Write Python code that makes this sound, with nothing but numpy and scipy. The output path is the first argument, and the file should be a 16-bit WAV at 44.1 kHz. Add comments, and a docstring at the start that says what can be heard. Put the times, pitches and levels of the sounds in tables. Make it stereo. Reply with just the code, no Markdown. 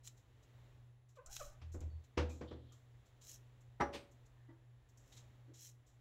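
"""A wooden clothespin slides over paper and clicks down on a craft table, above a small room's mains hum.
Friction makes the hiss of pins and fingertips, impact makes the clicks, and a hand bumps the table top.
Further off a door shudders, knocks against its frame and later shuts with a latch, each blow exciting
damped modes of the wood. Something squeals faintly, perhaps a far dog."""
import sys
import numpy as np
from scipy import signal
from scipy.fft import rfft, irfft, next_fast_len
from scipy.io import wavfile
from scipy.ndimage import uniform_filter1d, map_coordinates

SR = 44100
rng = np.random.default_rng(int(sys.argv[2]) if len(sys.argv) > 2 else 0)


def persist_wave(psi):
    """Save psi, clipped to +-1, as 16-bit WAV."""
    counts = np.round(np.clip(psi, -1, 1) * 32767).astype(np.int16)
    wavfile.write(sys.argv[1], SR, np.atleast_2d(counts).T)


N = 264820

# The room's diffuse field. 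Each row: frequency in Hz, left-right coherence.
COHERENCE = [(60, 0.82), (130, 0.64), (300, 0.78), (640, 0.38), (1400, 0.073), (3100, 0.033), (15000, 0.03)]
# Reverberation time. Each row: frequency in Hz, t60 in seconds.
ROOM_T60 = [(100, 0.57), (250, 0.54), (600, 0.46), (2000, 0.33), (6000, 0.28), (14000, 0.38)]

# Spectral envelopes of the sources. Each row: frequency in Hz, gain in dB.
AIR_SPECTRUM = [(20, -15), (50, 1), (75, -2.5), (105, -1.5), (160, -18), (250, -15), (480, -17), (900, -20),
                (1500, -24.5), (1900, -22), (2300, -26.5), (3800, -27.5), (4800, -36.5), (7400, -33.5),
                (8800, -47.5), (15500, -41.5)]
SQUEAL_SPECTRUM = [(300, -31), (480, 10.5), (700, -1.5), (950, 8.5), (1300, -2.5), (1520, 2.5),
                   (1800, -15.5), (2000, -14), (2800, -14), (4000, -39)]
HINGE_SPECTRUM = [(2000, -32), (3000, -3), (3400, 2), (4100, -4), (5200, -18), (7000, -38)]
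DOOR_SPECTRUM = [(76, -24), (130, 0), (180, -9), (250, 1), (350, -1.5), (420, -7.5), (500, -4), (700, -8.5),
                 (1160, -11), (1900, -16), (4120, -30), (5900, -32), (9000, -52.5), (15000, -67)]
WOOD_SPECTRUM = [(50, -17), (110, 1.5), (200, -2), (270, 5.5), (520, 6), (720, -2.5), (1100, -6),
                 (1650, -7.5), (2100, -13), (3000, -20.5), (4000, -22.5), (5000, -26), (7500, -34.5),
                 (15000, -50.5)]  # door frame and table top
SKIN_SPECTRUM = [(300, -7), (800, -3), (1200, -15), (1750, 5), (2400, -15), (3300, -12), (5000, -38)]
PAPER_SPECTRUM = [(880, -41), (1500, -20), (1790, -15.5), (2160, -18), (3360, -9), (3630, -19.5),
                  (3960, -3), (4680, -16.5), (5120, -5.5), (5650, -1.5), (7140, -0.5), (9130, -15.5),
                  (12600, -7), (15100, -10), (15700, -11)]
PIN_SPECTRUM = [(300, -34), (1200, -14), (2800, -7.5), (3900, -0.5), (4700, -10), (5700, -4.5), (7400, 0),
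                (8800, -18.5), (12500, -5.5), (15700, -15)]

# Normal modes of the wood. Each row: frequency in Hz, relative level in dB, t60 in seconds.
DOOR_LEAF_MODES = [(240, -6, 0.23), (316, 0, 0.22), (370, -6, 0.27), (490.5, 3.5, 0.35), (567, -7, 0.24),
                   (813, -20, 0.33), (907, -11, 0.27), (1144, -4.5, 0.2), (1258, -33, .2)]
FRAME_MODES = [(70, -4, .45), (240, -11, .45), (275, -9, .4), (348, -4, .36), (405, -8, .35), (567, 1, .4),
               (826, -2, .22), (1185, -8, .18), (1306, -4, .17), (1475, -13, .25), (1820, -9, .13),
               (1950, -9, .13), (2063, -9, .14), (2480, -18, .18)]
TABLE_TOP_MODES = [(284.4, 5.5, 0.14), (331, 0, 0.36), (520, -20, 0.12), (920, -22, 0.37), (1960, -11, .12)]

# Sustained sounds. Each row: start in seconds, length in seconds, level in dB.
LOW_RUMBLES = [(1.25, 0.038, -57), (1.38, 0.084, -53.5), (1.69, 0.16, -56.5)]  # brief low rumbles as a hand presses on the table
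DOOR_SHUDDERS = [(1.606, .12, -49.5), (1.725, 0.045, -45), (1.812, 0.063, -43), (1.915, 0.061, -47)]
HINGE_RASPS = [(2.47, 0.022, -64.5), (2.61, 0.1, -80)]
FINGER_RUBS = [(4.36, 0.17, -80.5), (4.58, 0.39, -89.5)]

# Blows on wood. Each row: time in seconds, level in dB, then low, middle and treble in dB relative to it.
DOOR_KNOCKS = [(1.615, -43, -25.5, -25, -24), (1.742, -44.5, -7, -21, -36),
               (1.811, -46.5, -9.5, -23.5, -26), (2.174, -20.5, -14.5, -20, -24),
               (2.41, -35.5, -11, -21.5, -29.5), (2.51, -39.5, -10, -22, -31)]
HAND_BUMPS = [(4.487, -52, -8.5, -18.5, -38), (5.483, -62.5, -0.5, -16.5, -31)]
# The door shuts, then its bolt slides home. Each row: as for the blows above, then rise in seconds.
LATCH_BLOWS = [(3.803, -21.5, -16, -11.5, -29.5, 0.0066), (3.937, -36, -15, -18, -13.5, 0.016)]

# Faint squeals. Each row: start and length in seconds, first and last pitch in Hz, level in dB.
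SQUEALS = [(1.158, 0.0384, 590, 508, -64), (1.25, 0.076, 652, 792, -67.5), (1.39, 0.029, 679, 641, -49.5),
           (1.454, 0.084, 683, 787, -76)]
# Hinge and latch metal ringing. Each row: start in seconds, frequency in Hz, level in dB, t60 in seconds.
METAL_PINGS = [(1.9, 4450, -79, .5), (2.3, 2450, -61, .16), (2.69, 3250, -73, .3), (2.715, 1220, -69, .16),
               (3.808, 5534, -53, .11), (3.815, 5841, -55, .17), (3.945, 8520, -65, .2)]
# Fingers and pins sliding on paper. Each row: start, speed-up and slow-down in seconds, peak level in dB.
PAPER_STROKES = [(0.03, 0.048, 0.013, -56), (1.292, 0.061, 0.058, -51), (1.384, 0.023, 0.13, -57),
                 (3.208, 0.13, 0.042, -54.5), (5.01, 0.14, .1, -72), (5.544, 0.11, 0.066, -56.5)]
# Clothespin contacts. Each row: time in seconds, level in dB, low band in relative dB, t60 in seconds.
PIN_CONTACTS = [(0.0754, -47, -5.5, 0.11), (0.173, -71.5, -5, 0.2), (0.4305, -74, -3.5, 0.11),
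                (1.091, -74.5, -8, 0.18), (1.1596, -74, 0, 0.11), (1.2634, -51.5, -20, 0.092),
                (1.3662, -43, -0.5, 0.12), (1.723, -65.5, -14, .16), (1.7386, -62.5, -18, 0.16),
                (1.809, -58, -15.5, 0.028), (2.0413, -72, -4, 0.11), (2.2946, -62, -5.5, 0.48),
                (2.7264, -66, -6.5, 0.024), (3.058, -76, -3, .2), (3.216, -63, -7, .14),
                (3.6103, -74.5, -21, 0.088), (4.116, -71.5, -32, .094), (4.259, -73.5, -8, 0.11),
                (4.8923, -73, -21, 0.063), (4.9788, -67, -35, 0.031), (5.124, -64.5, 1.5, 0.22),
                (5.1693, -61, -1, 0.18), (5.5406, -63.5, -5, 0.32), (5.8665, -72.5, -10, 0.34)]


def amp(db):
    """Amplitude grows tenfold with every 20 dB."""
    return 10 ** (np.asarray(db) / 20)


def unit(x):
    """Dividing by the rms gives a signal unit power."""
    return x / np.sqrt(np.mean(x ** 2) + 1e-20)


def peak_rms(x, size):
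    """Short-time level: the highest rms in any window of size samples."""
    return np.sqrt(np.abs(uniform_filter1d(np.mean(x ** 2, 0), size)).max() + 1e-20)


def along(points, hz):
    """Interpolation of (Hz, value) points on a logarithmic frequency axis."""
    knots_hz, values = np.transpose(points)
    return np.interp(np.log(hz + 1), np.log(knots_hz + 1), values)


def swell(rows, attack_s, t60):
    """Amplitude envelope: each event rises linearly, holds to its length and decays exponentially."""
    gain = np.zeros(N)
    for start, length_s, db in rows:
        age = np.arange(N) / SR - start
        gain += np.clip(age / attack_s, 0, 1) * amp(db - 60 * np.maximum(age - length_s, 0) / t60)
    return gain


def wobble(rate):
    """Smooth random modulation: a spline through rate Gaussian values a second."""
    return map_coordinates(rng.standard_normal(int(N * rate / SR) + 4), [np.arange(N) * rate / SR])


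def filtered(x, response):
    """Linear filtering multiplies the spectrum by a frequency response."""
    length = x.shape[-1]
    padded = next_fast_len(length + SR // 8)
    return irfft(rfft(x, padded) * response(np.fft.rfftfreq(padded, 1 / SR)), padded)[..., :length]


def coloured(x, spectrum):
    """Source and filter: a body imposes its (Hz, dB) response on the excitation."""
    return filtered(x, lambda hz: amp(along(spectrum, hz)))


def split(x, edge_hz):
    """A complementary crossover: the low and high bands sum to x."""
    low = filtered(x, lambda hz: 1 / (1 + (hz / edge_hz) ** 12))
    return low, x - low


def add(track, start, sound):
    """Superposition: a sound adds to the track from start, in seconds."""
    part = track[:, max(round(start * SR), 0):][:, :sound.shape[1]]
    part += sound[:, :part.shape[1]]


def diffuse(size):
    """Diffuse-field noise: left and right are coherent in the bass and independent in the treble."""
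    def mid_side_gains(hz):
        angle = np.arccos(np.clip(along(COHERENCE, hz), -1, 1)) / 2
        return np.array([np.cos(angle), np.sin(angle)])
    mid, side = filtered(rng.standard_normal((2, size)), mid_side_gains)
    return np.array([mid + side, mid - side])


def room_tail():
    """One second of reverberation, each frequency decaying exponentially at its own rate."""
    hz, t, spectra = signal.stft(diffuse(SR), SR, nperseg=256)
    decay = amp(-60 * t / along(ROOM_T60, hz)[:, None])
    return signal.istft(spectra * decay, SR, nperseg=256)[1][:, :SR]


def reverberant(x, wet_db):
    """Convolution with the room's impulse response adds reflections to the direct sound."""
    room = room_tail()
    reflections = signal.fftconvolve(np.atleast_2d(x), room / np.linalg.norm(room[0]), axes=1)[:, :N]
    return x + amp(wet_db) * reflections


def mains_hum(hum_hz=121.9, flutter_hz=118, beat_s=0.94, lull_s=4.07):
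    """Three close tones interfere, giving a slow beat and a quicker flutter."""
    t = np.arange(N) / SR - lull_s
    tone = lambda hz: np.sin(2 * np.pi * hz * t + 0.15 * wobble(9.8))
    beating = tone(hum_hz) - amp(-7) * tone(hum_hz - 1 / beat_s)
    return np.sqrt(2) * amp(-65.5) * (beating - amp(-7.5) * tone(flutter_hz))


def background(whine_hz=10013):
    """Superposition of hum, electrical whine, room air and low rumbles as a hand presses on the table."""
    whine = np.sqrt(2) * amp(-100) * np.sin(2 * np.pi * whine_hz * np.arange(N) / SR)
    air = amp(-69) * unit(coloured(diffuse(N), AIR_SPECTRUM)) * amp(1.8 * wobble(2.86))
    low_noise, _ = split(diffuse(N), edge_hz=60)
    rumbles = swell(LOW_RUMBLES, attack_s=0.021, t60=0.38) * unit(low_noise)
    return mains_hum() + whine + air + rumbles


def squeals(jitter=0.07):
    """Five gliding harmonics, roughened by jitter and shimmer, pass through nasal formants."""
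    glides = []
    for start, length_s, first_hz, last_hz, _ in SQUEALS:
        glides += [(start, first_hz), (start + length_s, last_hz)]
    pitch = np.interp(np.arange(N) / SR, *np.transpose(glides)) * (1 + jitter * wobble(260))
    phase = 2 * np.pi * np.cumsum(pitch) / SR
    buzz = np.sin(np.outer(np.arange(1, 6), phase)).sum(0) * amp(3 * wobble(200))
    effort = swell([(start, length_s, db) for start, length_s, *_, db in SQUEALS], 0.015, t60=0.11)
    return reverberant(unit(coloured(buzz, SQUEAL_SPECTRUM)) * effort, wet_db=-2)


def blows(rows, spectrum, modes, thud_t60, room_db, ring_db):
    """Impact on wood excites a noisy thud and damped modes; three bands are then levelled separately."""
    out, t = np.zeros((2, N)), np.arange(SR) / SR
    hardest_db = max(row[1] for row in rows)
    for time, level_db, low_db, middle_db, treble_db, rise_s in rows:
        thud = coloured(diffuse(SR) * amp(-60 * t / thud_t60) + amp(room_db) * room_tail(), spectrum)
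        ring = 0
        for hz, db, t60 in modes:
            spread = np.clip(1 - along(COHERENCE, hz), 0, 1)  # high modes differ more from left to right
            phase = rng.uniform(0, 2 * np.pi) + rng.standard_normal((2, 1)) * spread
            ring += amp(db + rng.normal(0, 0.73) - 60 * t / t60) * np.sin(2 * np.pi * hz * t + phase)
        contact = np.minimum(t / (2 * rise_s), 1) ** 2  # the surfaces graze before they meet fully
        ring_gain = amp(ring_db + 0.39 * (level_db - hardest_db))  # light blows ring less
        blow = (thud / peak_rms(thud, 1024) + ring_gain * ring) * contact
        low, rest = split(blow, edge_hz=685)
        middle, treble = split(rest, edge_hz=2260)
        bands = (low, low_db), (middle, middle_db), (treble, treble_db)
        add(out, time - rise_s, sum(amp(level_db + db) * band / peak_rms(band, 1024) for band, db in bands))
    return out


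def hinge_rasp():
    """Friction in the hinge gives a band of noise with rapid, irregular amplitude modulation."""
    friction = coloured(diffuse(N) * amp(2.1 * wobble(120)), HINGE_SPECTRUM)
    return swell(HINGE_RASPS, attack_s=0.012, t60=0.41) * unit(friction)


def metal_pings(rise_s=0.0018):
    """Small metal parts ring as damped oscillators; phase modulation makes the tone unsteady."""
    out, t = np.zeros(N), np.arange(N) / SR
    for start, hz, db, t60 in METAL_PINGS:
        age = np.maximum(t - start, 0)
        tone = np.sin(2 * np.pi * hz * age + 1.1 * wobble(350))
        out += amp(db - 60 * age / t60) * (1 - np.exp(-age / rise_s)) * tone
    return reverberant(out, wet_db=-6)


def door_panel(shudder_hz=80, boom_hz=78, boom_t60=0.55, rise_s=0.013):
    """The panel's lowest mode shudders as the door moves and decays freely after each knock."""
    t = np.arange(N) / SR
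    shudder = np.sin(2 * np.pi * shudder_hz * t + 0.61 * wobble(12))
    out = np.sqrt(2) * swell(DOOR_SHUDDERS, attack_s=0.036, t60=0.2) * shudder
    for start, knock_db, *_ in DOOR_KNOCKS:
        age = np.maximum(t - start, 0)
        boom = amp(knock_db - 8.5 - 60 * age / boom_t60) * (1 - np.exp(-age / rise_s))
        out += boom * np.sin(2 * np.pi * boom_hz * age)
    return out


def door(knock_rise_s=0.004):
    """Impacts set door and frame vibrating; a level difference places them a little to the right."""
    rows = [(*row, knock_rise_s) for row in DOOR_KNOCKS]
    knocks = blows(rows, DOOR_SPECTRUM, DOOR_LEAF_MODES, thud_t60=0.18, room_db=-7.5, ring_db=-4.5)
    latch = blows(LATCH_BLOWS, WOOD_SPECTRUM, FRAME_MODES, thud_t60=0.14, room_db=-13, ring_db=-8.5)
    return (knocks + latch + hinge_rasp() + metal_pings() + door_panel()) * amp([[-1], [1]])


def table_bumps(rise_s=0.009):
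    """The soft impact of a hand excites the hollow resonance of the table top."""
    rows = [(*row, rise_s) for row in HAND_BUMPS]
    return blows(rows, WOOD_SPECTRUM, TABLE_TOP_MODES, thud_t60=0.081, room_db=-7.5, ring_db=7)


def finger_rubs():
    """Sliding friction of skin along a wooden pin gives soft, uneven noise."""
    friction = coloured(diffuse(N) * amp(2.7 * wobble(60)), SKIN_SPECTRUM)
    return swell(FINGER_RUBS, attack_s=0.02, t60=0.34) * unit(friction)


def paper_slides(touch_s=0.007, start_db=-18, stop_db=-19.5):
    """Stick-slip friction: paper fibres catch and let go, and fizz grows faster with speed than hiss."""
    grain = amp(2.6 * wobble(1100) + 1.5 * wobble(130))
    hiss, fizz = map(unit, split(coloured(diffuse(N) * grain, PAPER_SPECTRUM), edge_hz=10800))
    out = np.zeros((2, N))
    for start, rise_s, fall_s, db in PAPER_STROKES:
        age = np.arange(N) / SR - start
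        early = np.clip(1 - age / rise_s, 0, 1)
        late = np.maximum(age - rise_s, 0) / fall_s
        speed = np.clip(age / touch_s, 0, 1) * amp(start_db * early ** 2 + stop_db * late ** 2)
        out += amp(db) * (speed * hiss + amp(-9) * speed ** 1.3 * fizz)
    return reverberant(out, wet_db=-14)


def clothespin_clicks(snap_t60=0.0089, room_db=-18):
    """Impact transients of wood on paper: light contacts swell into a scuff, hard ones open with a snap."""
    out, t = np.zeros((2, N)), np.arange(SR) / SR
    hardest_db = max(row[1] for row in PIN_CONTACTS)
    for time, level_db, low_db, t60 in PIN_CONTACTS:
        softness_db = hardest_db - level_db
        rise_s = 0.0003 + 0.0004 * softness_db
        onset = np.minimum(t / rise_s, 1)
        snap = amp(18 - 1.5 * softness_db - 60 * t / snap_t60)
        scuff = amp(-60 * t / t60) * onset
        room = amp(room_db) * room_tail() * onset
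        contact = coloured(diffuse(SR) * (snap + scuff) + room, PIN_SPECTRUM)
        low, rest = split(contact, edge_hz=4850)
        body, top = split(rest, edge_hz=9200)
        top_db = -21 + 0.3267 * softness_db  # lighter contacts sound thinner
        bands = (low, low_db), (body, 0), (top, top_db)
        click = sum(amp(level_db + db) * band / peak_rms(band, 128) for band, db in bands)
        add(out, time - rise_s / 2, click)
    return out


def scene():
    """The sound pressures of independent sources add linearly."""
    distant = background() + squeals() + door()
    return distant + table_bumps() + finger_rubs() + paper_slides() + clothespin_clicks()


def record(dry, cutoff_hz=15780):
    """An ideal low-pass filter limits the bandwidth."""
    return filtered(dry, lambda hz: hz < cutoff_hz)


dry = scene()
out = record(dry)
persist_wave(out)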